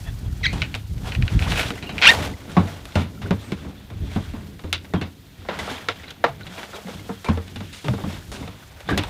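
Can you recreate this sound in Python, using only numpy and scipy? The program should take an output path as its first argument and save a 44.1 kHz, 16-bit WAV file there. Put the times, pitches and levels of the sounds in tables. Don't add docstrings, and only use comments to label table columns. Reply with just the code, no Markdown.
import sys
import numpy as np
from scipy import signal
from scipy.io import wavfile
from scipy.ndimage import uniform_filter1d

SR = 44100
rng = np.random.default_rng(int(sys.argv[2]) if len(sys.argv) > 2 else 0)


def magnitude_from_level(level_db):
    exponent = np.asarray(level_db, float) / 20
    return 10 ** exponent


def dump(signal):
    limited = np.clip(np.atleast_2d(signal).T, -1, 1)
    pcm = np.round(limited * 32767).astype(np.int16)
    wavfile.write(sys.argv[1], SR, pcm)


N = 400869

# pitch in Hz, level in dB, t60 in seconds.
HULL = [(75.3, -5, 0.3), (87.2, 3.5, 0.16), (103, -4, 0.44), (151.8, 1.5, 0.24), (194.1, 0.5, 0.2),
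        (261, -6, 0.17), (293, -22, 0.19)]
# pitch in Hz, level in dB, t60 in seconds.
PANELS = [(325, -12, 0.033), (458.7, -5, 0.17), (612, -6.5, 0.13), (706, -4.5, 0.087), (840, -10, 0.08),
          (1140, -27, 0.074), (1317, -13.5, 0.063)]
# pitch in Hz, width in Hz, level in dB.
SHELL = [(1427, 264, 10), (1850, 510, 9.5), (2250, 425, 5.5), (2720, 530, 5.5), (3235, 270, 8.5),
         (3526, 495, 8), (4100, 313, -17.5)]
# pitch in Hz, width in Hz, level in dB.
DECK = [(1510, 210, 8.5), (1840, 140, 10), (2440, 484, 12.5), (2860, 33, 10), (3104, 180, 8),
        (3850, 78, 11.5), (4040, 1900, -3), (5280, 314, -15.5)]


def blows(hiss):
    # start in seconds, strength in dB, brightness in dB, ring t60 in seconds.
    deck_snaps = [(.5287, -22, 30.5, 0.25), (.619, -5, -19, 0.056), (.6252, -9, -5, 0.023),
                  (.7422, -9.5, 2, 0.051), (1.0583, -29.5, 9, 0.037), (1.1204, -16.5, -4, 0.085),
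                  (1.1505, -14, -16, 0.022), (1.2241, -11, -15, 0.03), (1.2796, -12, -11, 0.056),
                  (1.3925, -13.5, -17, 0.014), (1.4239, -10, 0, 0.14), (1.5204, -3.5, 13, 0.042),
                  (1.5741, -10.5, 6, 0.15), (1.705, -10, 26, 0.011), (1.8257, -16.5, 13, 0.18),
                  (1.8925, -15.5, 13, 0.09), (1.9814, -11, -16.5, 0.074), (1.9894, -15.5, -26, 0.0017)]
    # start in seconds, strength in dB, hardness in dB, ring t60 in seconds.
    boot_thumps = [(.4103, -26.5, -25, 0.023), (2.5675, -5.5, -8, 0.1), (2.955, -12.5, 4.5, 0.14),
                   (3.217, -29, 2, 0.36), (3.308, -9, -4, 0.046), (3.52, -21, 6, 0.054),
                   (3.647, -32.5, -4, 0.23), (3.902, -31, 3.5, 0.084), (4.16, -15.5, -19, 0.078),
                   (4.335, -27.5, -7, 0.19), (4.638, -29.5, 2, 0.12), (4.937, -11.5, -3, 0.084),
                   (5.013, -20.5, 4, 0.1), (6.467, -33, 11, 0.1), (6.883, -29.5, -2, 0.1),
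                   (7.092, -17, -66, 0.069), (7.285, -13.5, -6, 0.074), (7.374, -20.5, -3.5, 0.048),
                   (7.479, -41, 15.5, 0.038), (7.559, -29.5, 9, 0.075), (7.605, -27.5, 2.5, 0.095),
                   (7.843, -25.5, -1, 0.24), (7.883, -10.5, 2.5, 0.017), (7.936, -17.5, -13, 0.025),
                   (8.003, -31, -6, 0.047), (8.037, -20.5, -38, 0.07), (8.317, -33.5, 6.5, 0.48),
                   (8.426, -27.5, 0, 0.026), (8.476, -24.5, 0, 0.023), (8.9762, -25, 14.5, 0.11)]
    # start in seconds, strength in dB, hardness in dB, ring t60 in seconds.
    jug_knocks = [(4.593, -38.5, 11.5, 0.099), (4.846, -39.5, 9.5, 0.11), (5.451, -32.5, -10, 0.034),
                  (5.487, -20.5, 5.5, 0.21), (5.589, -28, 10.5, 0.093), (5.675, -25.5, -12, 0.3),
                  (5.886, -15.5, 12.5, 0.053), (6.034, -41.5, 13, 0.17), (6.08, -38, 11, 0.06),
                  (6.2407, -8, 5, 0.072), (6.409, -39.5, 13, 0.047), (6.58, -30, 5, 0.12),
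                  (6.631, -28.5, 12.5, 0.04), (6.731, -29.5, -16, 0.18), (6.783, -30, -36, 0.013),
                  (7.245, -27, 5, 0.26), (7.98, -29, -17, 0.087), (8.889, -19, 7, 0.17),
                  (9.036, -42, 14, 0.028)]
    # start in seconds, strength in dB, brightness in dB, ring t60 in seconds.
    gear_ticks = [(.7488, -19, -13.5, 0.083), (.98, -30, -18, .025), (2.517, -28.5, -13, 0.14),
                  (2.854, -21, -11, 0.017), (2.921, -32, -33.5, .055), (2.1125, -15, -7, 0.065),
                  (3.308, -23, -14, 0.032), (4.7281, 1, -20, 0.063), (5.589, -31.5, -3, 0.36),
                  (6.106, -22.5, -13.5, 0.063), (7.245, -33.5, -5, .24), (7.728, -28.5, -13.5, 0.94),
                  (8.317, -34.5, -3.5, 0.58), (8.805, -27, -11, 0.025), (8.9762, -13.5, -6, 0.062),
                  (9.036, -23, -7, 0.023), (6.2407, -33, 3, 0.016)]
    # start in seconds, strength in dB.
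    stem_breaks = [
        (1.5367, -17),
        (1.5594, -19),
        (1.5667, -18),
        (1.5944, -14),
        (1.6137, -15),
        (1.6305, -17),
    ]
    snap_kind = (0.0, -22, -21, -43.5), (0.0, 0.55, 0.5074, 1.0)
    boot_kind = (0.0, 0.0039, -4, -25.5), (1.0, 0.082, 0.02, 1.37)
    jug_kind = (0.0, -15.5, 0.0055, -48), (1.0, 0.2, 0.0055, 2.5)
    gear_kind = (0.0, -51, 0.53, 1), (0.0, 2, 1.28, 1)

    bank = as_blows(deck_snaps, snap_kind)
    aboard = np.vstack([as_blows(boot_thumps, boot_kind), as_blows(jug_knocks, jug_kind),
                        as_blows(gear_ticks, gear_kind)])
    s, crack_db, thump_db, knock_db, tick_db, t60 = np.vstack([bank, aboard]).T
    hardness_db = crack_db - thump_db

    thump_tilt_db = 0.14 * (knock_db - thump_db)
    thump = struck(HULL, s + 0.004, thump_db - 17.5, thump_tilt_db, contact_s=0.001, spread_db=8.5)
    knock_tilt_db = 0.18 * (hardness_db - 8.0)
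    knock = struck(PANELS, s, knock_db - 9.0, knock_tilt_db, contact_s=0.00029, spread_db=4.0)

    white = rng.standard_normal((2, N))
    rattle = rms_one(band(white[0], 313, 1160)) * envelopes(s, knock_db - 7.5, 2.05 * t60, 0.00067)
    rumble = rms_one(band(band(white[1], 125, 285), 91, 380))
    tumble = rumble * envelopes(s, thump_db - 5.5, 2.45 * t60, 0.00233)

    stems = as_blows([(at, db + 2.0, -10, .04) for at, db in stem_breaks], snap_kind)
    outside = np.vstack([bank, stems])
    crack = cracks(outside, DECK, click_db=7.0, burst_db=-18.5, tail_db=-23.5, tilt=0.3)
    crack = crack + cracks(aboard, SHELL, click_db=7.4, burst_db=-14.5, tail_db=-17.0, tilt=0.13)

    tick = band(hiss, 2500, 11000) * envelopes(s, tick_db - 6.0, 0.6 * t60, .0001)
    snap = band(band(clicks_at(s, tick_db + 10.5), 4800, 15000), 3000, 16000)
    push_db = knock_db + 16.0 + 0.46 * np.clip(hardness_db, -20, 25)
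    push = band(band(clicks_at(s, push_db), 400, 2105), 244, 3000)
    return thump + tumble + band(knock + rattle, 260, 4240) + band(crack, 1400, 6100) + tick + snap + push


def as_blows(rows, kind):
    s, db, colour_db, t60 = np.transpose(rows)
    levels_db = db[:, None] + np.array(kind[0]) + colour_db[:, None] * np.array(kind[1])
    return np.column_stack([s, levels_db, t60])


def struck(modes, times, level_db, tilt_db, contact_s, spread_db):
    chance, out = rng.standard_normal((len(times), len(modes))), 0
    rough = 1 + .6 * rng.standard_normal(N)
    fade = np.exp(-1 / (contact_s * SR))
    middle_hz = modes[len(modes) // 2][0]
    for k, (hz, db, t60) in enumerate(modes):
        mode_db = level_db + db + tilt_db * np.log2(hz / middle_hz) + spread_db * chance[:, k]
        push = rough * signal.lfilter([1 - fade], [1, -fade], clicks_at(times, mode_db) + 1e-18)
        r, w = magnitude_from_level(-60 / (t60 * SR)), 2 * np.pi * hz / SR
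        ring = signal.lfilter([0, np.sin(w)], [1, -2 * r * np.cos(w), r * r], push)
        out = out + (-1) ** k * ring
    return out


def cracks(table, peaks, click_db, burst_db, tail_db, tilt):
    s, crack_db, thump_db, knock_db, tick_db, t60 = np.transpose(table)
    lean_db, out = np.clip(tilt * (tick_db - knock_db + 15), -6, 6), 0
    grit = grains(3000, spread_db=3.0, smooth=0.53)
    for side, half in ((-0.92, peaks[:3]), (1.0, peaks[3:])):
        level_db = crack_db + side * lean_db
        burst = envelopes(s, level_db + burst_db, 0.3 * t60, 0.000069)
        tail = envelopes(s, level_db + tail_db, 2.23 * t60, 0.00078)
        out = out + shell(clicks_at(s, level_db + click_db) + (burst + tail) * grit, -14.0, half)
    return out


def standing_notes():
    # start in seconds, pitch in Hz, peak in dB, t60 in seconds.
    booms = [(2.569, 92, -16.5, 0.47), (2.57, 177, -6.5, 0.13), (2.958, 86, -13, 0.29),
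             (2.97, 248, -32, 0.12), (3.235, 94.5, -21, 0.23), (3.315, 192.5, -14, 0.15),
             (3.522, 193, -18.5, 0.078), (4.162, 94.3, -17, 0.13), (4.165, 213, -24, 0.16),
             (4.337, 220.6, -29, 0.13), (4.641, 84.3, -25.5, 0.57), (4.645, 298, -29, 0.18),
             (4.937, 90, -24, 0.21), (4.936, 174, -21.5, .12), (4.937, 297, -21, 0.19),
             (5.015, 85.6, -26.5, 0.3), (5.495, 97, -43, 0.52), (5.713, 248, -32, 0.17),
             (6.285, 134, -32, 0.17), (6.49, 179, -32.5, 0.2), (6.853, 180, -28, 0.2),
             (6.955, 180, -28, 0.057), (7.1, 194, -23, 0.12), (7.29, 84.2, -14.5, 0.34),
             (7.292, 214, -14.5, 0.11), (7.56, 94.1, -32.5, 0.5), (7.848, 161, -24, 0.2),
             (7.885, 120, -14, 0.2), (7.905, 197.4, -20, 0.24), (7.936, 93, -28, 0.26),
             (8.045, 86.5, -30, 0.67), (8.895, 253, -28, 0.1), (8.99, 96, -25, 0.21),
             (8.99, 295, -20, 0.077)]
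    # start in seconds, pitch in Hz, peak in dB, t60 in seconds.
    knock_notes = [(2.566, 695, -11.5, 0.024), (2.571, 1095, -13, 0.094), (2.958, 1370, -26, 0.13),
                   (3.245, 394, -34, 0.2), (3.309, 403, -21, .05), (3.31, 555, -24, 0.093),
                   (3.521, 370, -19.5, 0.019), (4.162, 446, -28, 0.066), (4.639, 390, -34, 0.087),
                   (4.648, 504, -35, 0.069), (4.937, 408, -16, 0.023), (4.938, 983, -29, 0.12),
                   (5.014, 405, -30.5, 0.053), (5.487, 573, -22, 0.052), (5.887, 1355, -16.5, 0.033),
                   (6.243, 476, -17.5, 0.11), (6.2395, 572, -8.5, 0.026), (6.2405, 913, -14, 0.03),
                   (6.241, 1340, -12.5, 0.048), (6.241, 1840, -13, 0.035), (6.292, 676, -30, 0.066),
                   (6.745, 404, -34.5, 0.087), (6.783, 452, -30, 0.038), (6.887, 493, -31, .06),
                   (7.286, 1080, -17, 0.023), (7.85, 410, -30.5, 0.13), (7.884, 515, -21.5, 0.024),
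                   (7.985, 376, -34.5, 0.12), (8.042, 523, -29.5, 0.046), (8.808, 597, -36, 0.02),
                   (8.891, 1160, -24, 0.061), (8.977, 550, -27, 0.054), (9.04, 945, -34, 0.056)]
    # start in seconds, pitch in Hz, peak in dB, t60 in seconds.
    pings = [(1.705, 1270, -28, 0.02), (1.778, 2000, -33, 0.032), (1.87, 2810, -31, 0.066),
             (2.338, 2030, -35, 0.022), (3.019, 2270, -32, 0.035), (3.175, 1360, -42, .03),
             (3.26, 1490, -31, 0.02), (5.544, 1475, -32, 0.025), (5.593, 2000, -26, 0.044),
             (5.676, 1370, -32, .03), (5.696, 1590, -29, 0.037), (4.926, 1900, -44.5, 0.018),
             (6.41, 1470, -36.5, 0.054), (6.433, 3980, -36, .02), (6.732, 1390, -34, 0.037),
             (6.87, 2090, -40, .03), (6.992, 2140, -38, 0.037), (7.264, 2340, -29.5, 0.089),
             (8.348, 1560, -37, 0.032), (8.877, 3500, -36, .03), (8.891, 1640, -21, 0.025),
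             (8.908, 1680, -21, 0.022), (8.926, 1570, -22, 0.028), (8.942, 1650, -26, 0.024)]
    hull = notes(booms, rise_cycles=0.41, sag=0.049)
    panels = notes(knock_notes, rise_cycles=1.0, sag=0.03)
    return hull + panels + notes(pings, rise_cycles=1.9, sag=0.0075)


def notes(rows, rise_cycles, sag):
    out, t = np.zeros(N + SR // 2), np.arange(SR // 2) / SR
    for s, hz, db, t60 in rows:
        cycles = hz * (t + sag * t60 / 7 * (1 - np.exp(-7 * t / t60)))
        shape = (1 - np.exp(-hz * t / rise_cycles)) ** 2 * magnitude_from_level(-60 * t / t60)
        out[round(s * SR):][:len(t)] += magnitude_from_level(db) * shape / shape.max() * np.sin(2 * np.pi * cycles)
    return out[:N]


def squeaks():
    # time in seconds, slips per second in Hz, level in dB.
    slip_runs = [
        [(.431, 2230, -34), (.441, 1930, -20), (.449, 1900, -21), (.4535, 1640, -19), (.458, 1600, -17),
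         (.4605, 1960, -18), (.4645, 2000, -18), (.4672, 2230, -11), (.4695, 2200, -24)],
        [(.4695, 2050, -26), (.490, 2000, -31), (.500, 2200, -33), (.512, 2100, -37), (.527, 2200, -39)],
        [(2.0165, 270, -18), (2.030, 400, -12), (2.038, 520, -13), (2.043, 740, -11), (2.052, 830, -11),
         (2.057, 1000, -8), (2.063, 1150, -8), (2.069, 1290, -12)],
        [(2.069, 2840, -8), (2.071, 2840, -2), (2.074, 2660, -2), (2.0815, 3050, -3)],
        [(2.0815, 1600, -15), (2.085, 1700, -11), (2.089, 1830, -4), (2.100, 1830, -6), (2.106, 2150, -8),
         (2.1075, 2180, -16)],
    ]
    skips_db = [0.4, 1.0, 0.8, 2.5, 2.8]
    out = np.zeros(N)
    for rows, skip_db in zip(slip_runs, skips_db):
        first, last = round(rows[0][0] * SR), round(rows[-1][0] * SR)
        clock = np.arange(first, last) / SR
        rate_hz, level_db = [c[first:last] for c in in_time(rows)]
        rough = .016 + (125 / rate_hz) ** 2 + .004 * np.clip(-20 - level_db, 0, 15)
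        jitter = 1 + rough * rms_one(band(rng.standard_normal(last - first), 91, 440))
        cycle = np.cumsum(rate_hz * np.clip(jitter, .3, 3)) / SR
        times = np.interp(np.arange(int(cycle[-1]) + 1), cycle, clock)
        uneven_db = 1.2 + (700 / np.interp(times, clock, rate_hz)) ** 2
        slip_db = uneven_db * rng.standard_normal(400)[:len(times)]
        slip_db = slip_db + skip_db * (-1) ** np.arange(len(times))
        slips = clicks_at(times, slip_db)[first:last]
        slips = slips + .04 * rng.standard_normal(last - first)
        ringing = shell(slips, -14.5, DECK)
        ringing = ringing + magnitude_from_level(-6.0) * band(slips, 550, 1530) + magnitude_from_level(-3.0) * band(slips, 3700, 4400)
        ringing = band(band(ringing, 340, 5300), 200, 5600)
        even = np.sqrt(uniform_filter1d(ringing ** 2, size=400) + 1e-9)
        out[first:last] += magnitude_from_level(level_db) * ringing / even
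    return out


def rubbing(hiss):
    # peak time in seconds, peak in dB, rise in seconds, fall in seconds, panel pressure in dB.
    drags = [(.001, -57.5, .1, 1, 8), (.6, -41, 0.31, 0.25, -10), (1.081, -41, 0.095, 0.18, 6),
             (1.34, -53.5, 0.37, 0.81, 12), (1.588, -26.5, 0.29, 0.21, -2), (2.11, -28.5, 0.14, 0.16, 6),
             (2.26, -35.5, 0.16, 0.066, 5.5), (2.71, -45.5, 0.75, 0.29, 5.5),
             (3.021, -38.5, 0.15, 0.026, 3.5), (3.5, -49, 0.74, 0.72, 1.5), (4.15, -42.5, 0.25, 0.43, -2.5),
             (5.71, -35, 0.3, 0.26, -4), (5.98, -45.5, 0.19, 0.23, -5), (6.288, -62.5, 0.081, 0.088, 23.5),
             (6.6, -42.5, 0.29, 0.25, 1), (6.76, -42.5, 0.071, 0.054, 2.5), (6.9, -45, 0.12, 0.13, 6),
             (7.05, -49.5, 1, 1, -3.5), (7.67, -49, 0.7, 0.99, -20.5), (8.12, -41.5, 0.2, 0.2, 1),
             (8.5, -54, 0.45, 0.93, -2), (8.908, -33, 0.041, 0.037, -4), (9.08, -48, 0.58, .3, 7.5)]
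    # peak time in seconds, peak in dB, rise in seconds, fall in seconds.
    flexes = [(.6, -34.5, 0.66, 0.36), (1.08, -38, 0.39, 0.42), (1.5, -33, 0.72, 4.3),
              (1.85, -49, 0.53, 0.46), (2.19, -22.5, 0.17, 0.18), (2.34, -39.5, 0.52, 0.052),
              (2.78, -43, 0.4, 0.58), (3.25, -41, 0.45, 2.5), (3.66, -29.5, 0.13, 0.12),
              (4.15, -37, 0.49, 0.84), (4.89, -36, 0.53, 0.25), (5.6, -34.5, 0.22, 0.36),
              (6.35, -41.5, 0.94, 0.7), (7.05, -37.5, 0.54, 0.13), (7.58, -35, 0.57, 0.35),
              (8.07, -31.5, 0.25, 0.4), (8.42, -27.5, 0.13, 0.094), (8.92, -21.5, 0.054, 0.18)]
    # time in seconds, level in dB.
    rustle = [(0.0, -47.5), (.5, -53.5), (1.0, -51), (3.4, -55.5), (3.8, -65), (4.4, -55), (5.3, -58.5),
              (6.42, -63), (6.53, -55), (6.8, -49), (7.6, -53), (7.95, -47), (8.7, -55.5), (9.09, -71)]
    rustle_db, = in_time(rustle)
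    stroke, pressed = swells(drags), swells(drags, np.array(drags)[:, 4])
    drag = grains(1500, spread_db=2.5, smooth=0.43)
    lumps = rng.standard_normal(N) * magnitude_from_level(3.2 * drift(11.1))
    groan = sum(magnitude_from_level(db) * resonate(lumps, hz, 3.57 / t60) for hz, db, t60 in HULL)
    groan = band(groan, 37, 514)
    drag = drag * magnitude_from_level(3.0 * drift(27))
    damped_panels = [(hz, 41.5 / t60, db) for hz, db, t60 in PANELS]
    panel, rub = rub_on(drag, damped_panels), rub_on(drag, SHELL)
    flutter = magnitude_from_level(1.8 * drift(30))
    dull = band(band(hiss, 3000, 12000), 2000, 10100)
    layers = [(swells(flexes), groan), (pressed, panel), (stroke, rub),
              (magnitude_from_level(rustle_db - 4.5) * flutter, hiss), (magnitude_from_level(-17) * stroke * flutter, dull)]
    return sum(gain * rms_one(x) for gain, x in layers)


def rub_on(drag, peaks):
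    out = 0
    for k, (hz, width_hz, db) in enumerate(peaks):
        out = out + magnitude_from_level(db) * resonate(np.roll(drag, 7919 * k), hz, width_hz)
    return out


def chirps():
    # start in seconds, end in seconds, first pitch in Hz, last pitch in Hz, level in dB.
    singing_rubs = [
        (1.46, 1.487, 660, 1410, -30.5),
        (2.104, 2.131, 1880, 1815, -16),
        (4.937, 5.013, 3280, 3170, -46),
        (5.995, 6.012, 2250, 1600, -43),
        (6.037, 6.053, 2370, 1950, -43),
        (6.075, 6.087, 3620, 4340, -39),
        (6.097, 6.11, 2770, 3630, -43),
    ]
    out = np.zeros(N)
    for start, end, first_hz, last_hz, db in singing_rubs:
        at, n = round(start * SR), round((end - start) * SR)
        waver, flutter = rms_one(band(rng.standard_normal((2, SR // 8)), 40, 300))[:, -n:]
        phase = 2 * np.pi * np.cumsum(np.linspace(first_hz, last_hz, n) * (1 + .025 * waver)) / SR
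        out[at:at + n] += magnitude_from_level(db + 2 + 3 * flutter) * np.sin(phase) * np.hanning(n) ** .5
    return out


def whistles():
    # start in seconds, end in seconds, pitch in Hz, width in Hz, level in dB.
    thin_tones = [
        (0.043, .118, 3400, 201, -47),
        (0.042, .115, 2650, 150, -50),
        (.045, .118, 1780, 400, -45),
        (8.425, 8.45, 2140, 120, -44),
        (2.66, 2.713, 666, 30, -38),
        (3.40, 3.522, 8200, 500, -58),
        (2.107, 2.119, 2750, 300, -24),
        (6.74, 6.757, 3800, 350, -42),
    ]
    out = np.zeros(N)
    for start, end, hz, width_hz, db in thin_tones:
        first, last = round(start * SR), round(end * SR)
        tone = resonate(resonate(rng.standard_normal(SR // 8), hz, width_hz), hz, width_hz)[first - last:]
        out[first:last] += magnitude_from_level(db) * rms_one(tone) * np.hanning(last - first) ** .5
    return out


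def wind():
    # peak time in seconds, peak in dB, rise in seconds, fall in seconds.
    gusts = [(.25, -47, 1.6, 0.2), (.53, -26, 2.4, 0.67), (.96, -24.5, 0.15, 1.17), (1.2, -19, 0.11, 0.28),
             (1.37, -17.5, 0.35, 0.29), (1.49, -23.5, 0.089, 0.11), (2.83, -38.5, 0.61, 1.4),
             (4.05, -29, 0.33, 0.82), (4.96, -38, 0.12, 0.29), (5.4, -46, 1.1, 0.29),
             (6.38, -46, 0.51, 0.48), (7.44, -46, .2, 0.55), (8.18, -40, 0.22, 0.98),
             (9.085, -40, 0.5, 0.18)]
    lumps = rng.standard_normal(N) * magnitude_from_level(3.6 * drift(16.0))
    return swells(gusts) * rms_one(band(band(lumps, 43, 119), 26, 330))


def grass_hiss():
    # frequency in Hz, level in dB per Hz.
    hiss_spectrum = [(2650, -9.5), (4500, -4), (5170, -23), (6460, -3.5), (8600, -7.5), (13400, -10.5),
                     (16000, -33)]
    return coloured(hiss_spectrum, patchy_db=0.0)


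def marsh_air():
    # frequency in Hz, level in dB per Hz.
    air_spectrum = [(24, -30), (81, -5.5), (176, -11), (491, -22), (3650, -20.5), (5580, -54),
                    (13100, -24.5), (16000, -29.5)]
    return magnitude_from_level(-55.5) * coloured(air_spectrum, patchy_db=2.0)


def rms_one(x):
    return x / np.sqrt(np.mean(x ** 2) + 1e-20)


def in_time(rows):
    s, *columns = np.transpose(rows)
    return [np.interp(np.arange(N) / SR, s, c) for c in columns]


def drift(rate):
    r = np.exp(-80 * np.pi * rate / SR)
    slow = signal.lfilter([1], [1, -2 * r, r * r], rng.standard_normal(N // 40 + 2002))[2000:]
    return np.interp(np.arange(N) / 40, np.arange(len(slow)), rms_one(slow))


def swells(rows, extra_db=0.0):
    span_db, still_db = 20, -62.5
    t = np.arange(0, N + 32, 32) / SR
    power = magnitude_from_level(still_db) ** 2
    for (s, db, rise, fall, *_), more_db in zip(rows, np.broadcast_to(extra_db, len(rows))):
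        away = np.maximum((s - t) / max(rise, .01), (t - s) / max(fall, .01))
        power = power + magnitude_from_level(db + more_db - span_db * away) ** 2
    return np.interp(np.arange(N) / SR, t, np.sqrt(power))


def envelopes(times, level_db, t60, rise_s):
    out, t = np.zeros(N + SR // 3), np.arange(SR // 3) / SR
    for s, db, fall in zip(times, level_db, np.broadcast_to(t60, len(times))):
        at = round(s * SR)
        out[at:at + len(t)] += magnitude_from_level(db - 60 * t / max(fall, .002)) * (1 - np.exp(-t / rise_s))
    return out[:N]


def clicks_at(times, level_db):
    out, at = np.zeros(N + 1), np.asarray(times) * SR
    np.add.at(out, at.astype(int), magnitude_from_level(level_db) * (1 - at % 1))
    np.add.at(out, at.astype(int) + 1, magnitude_from_level(level_db) * (at % 1))
    return out[:N]


def grains(per_s, spread_db, smooth):
    sizes = magnitude_from_level(spread_db * np.minimum(rng.exponential(1, N), 5)) * rng.choice([-1, 1], N)
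    born = rng.random(N) < per_s * magnitude_from_level(5.0 * drift(25)) / SR
    return rms_one(rms_one(sizes * born) + smooth * rng.standard_normal(N))


def coloured(spectrum, patchy_db):
    out, white = 0, rng.standard_normal((2, N))
    hz, level_db = np.transpose(spectrum)
    edges = hz[0] * 2 ** np.arange(0, np.log2(hz[-1] / hz[0]) + .4, .5)
    for k, (low, high) in enumerate(zip(edges, edges[1:])):
        here_db = np.interp(np.log(low * high) / 2, np.log(hz), level_db)
        out = out + magnitude_from_level(here_db + patchy_db * drift(24)) * band(white[k % 2], low, high)
    return rms_one(out)


def band(x, low_hz, high_hz):
    edges_hz = [low_hz, min(high_hz, .45 * SR)]
    return signal.sosfilt(signal.butter(2, edges_hz, "band", fs=SR, output="sos"), x)


def resonate(x, hz, width_hz):
    r = np.exp(-np.pi * width_hz / SR)
    poles = [1, -2 * r * np.cos(2 * np.pi * hz / SR), r * r]
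    return signal.lfilter(np.array([1, 0, -1]) * (1 - r * r) / 2, poles, x + 1e-18)


def shell(x, between_db, peaks):
    rings = 0
    for k, (hz, width_hz, db) in enumerate(peaks):
        rings = rings + (-1) ** k * magnitude_from_level(db) * resonate(x, hz, width_hz)
    return rings + magnitude_from_level(between_db) * band(x, 967, 3100)


def scene():
    hiss = grass_hiss()
    kayak = blows(hiss) + standing_notes() + squeaks() + rubbing(hiss) + chirps() + whistles()
    return (kayak + wind() + marsh_air())[None]


def band_limit(x):
    return signal.sosfilt(signal.butter(12, 15750, fs=SR, output="sos"), x)


def record(dry):
    top = 1.2
    dry = signal.sosfilt(signal.cheby2(10, 40, 16100, fs=SR, output="sos"), dry)
    mix = np.clip(top * np.tanh(dry / top), -1, 1)
    return band_limit(mix)


dry = scene()
out = record(dry)
dump(out)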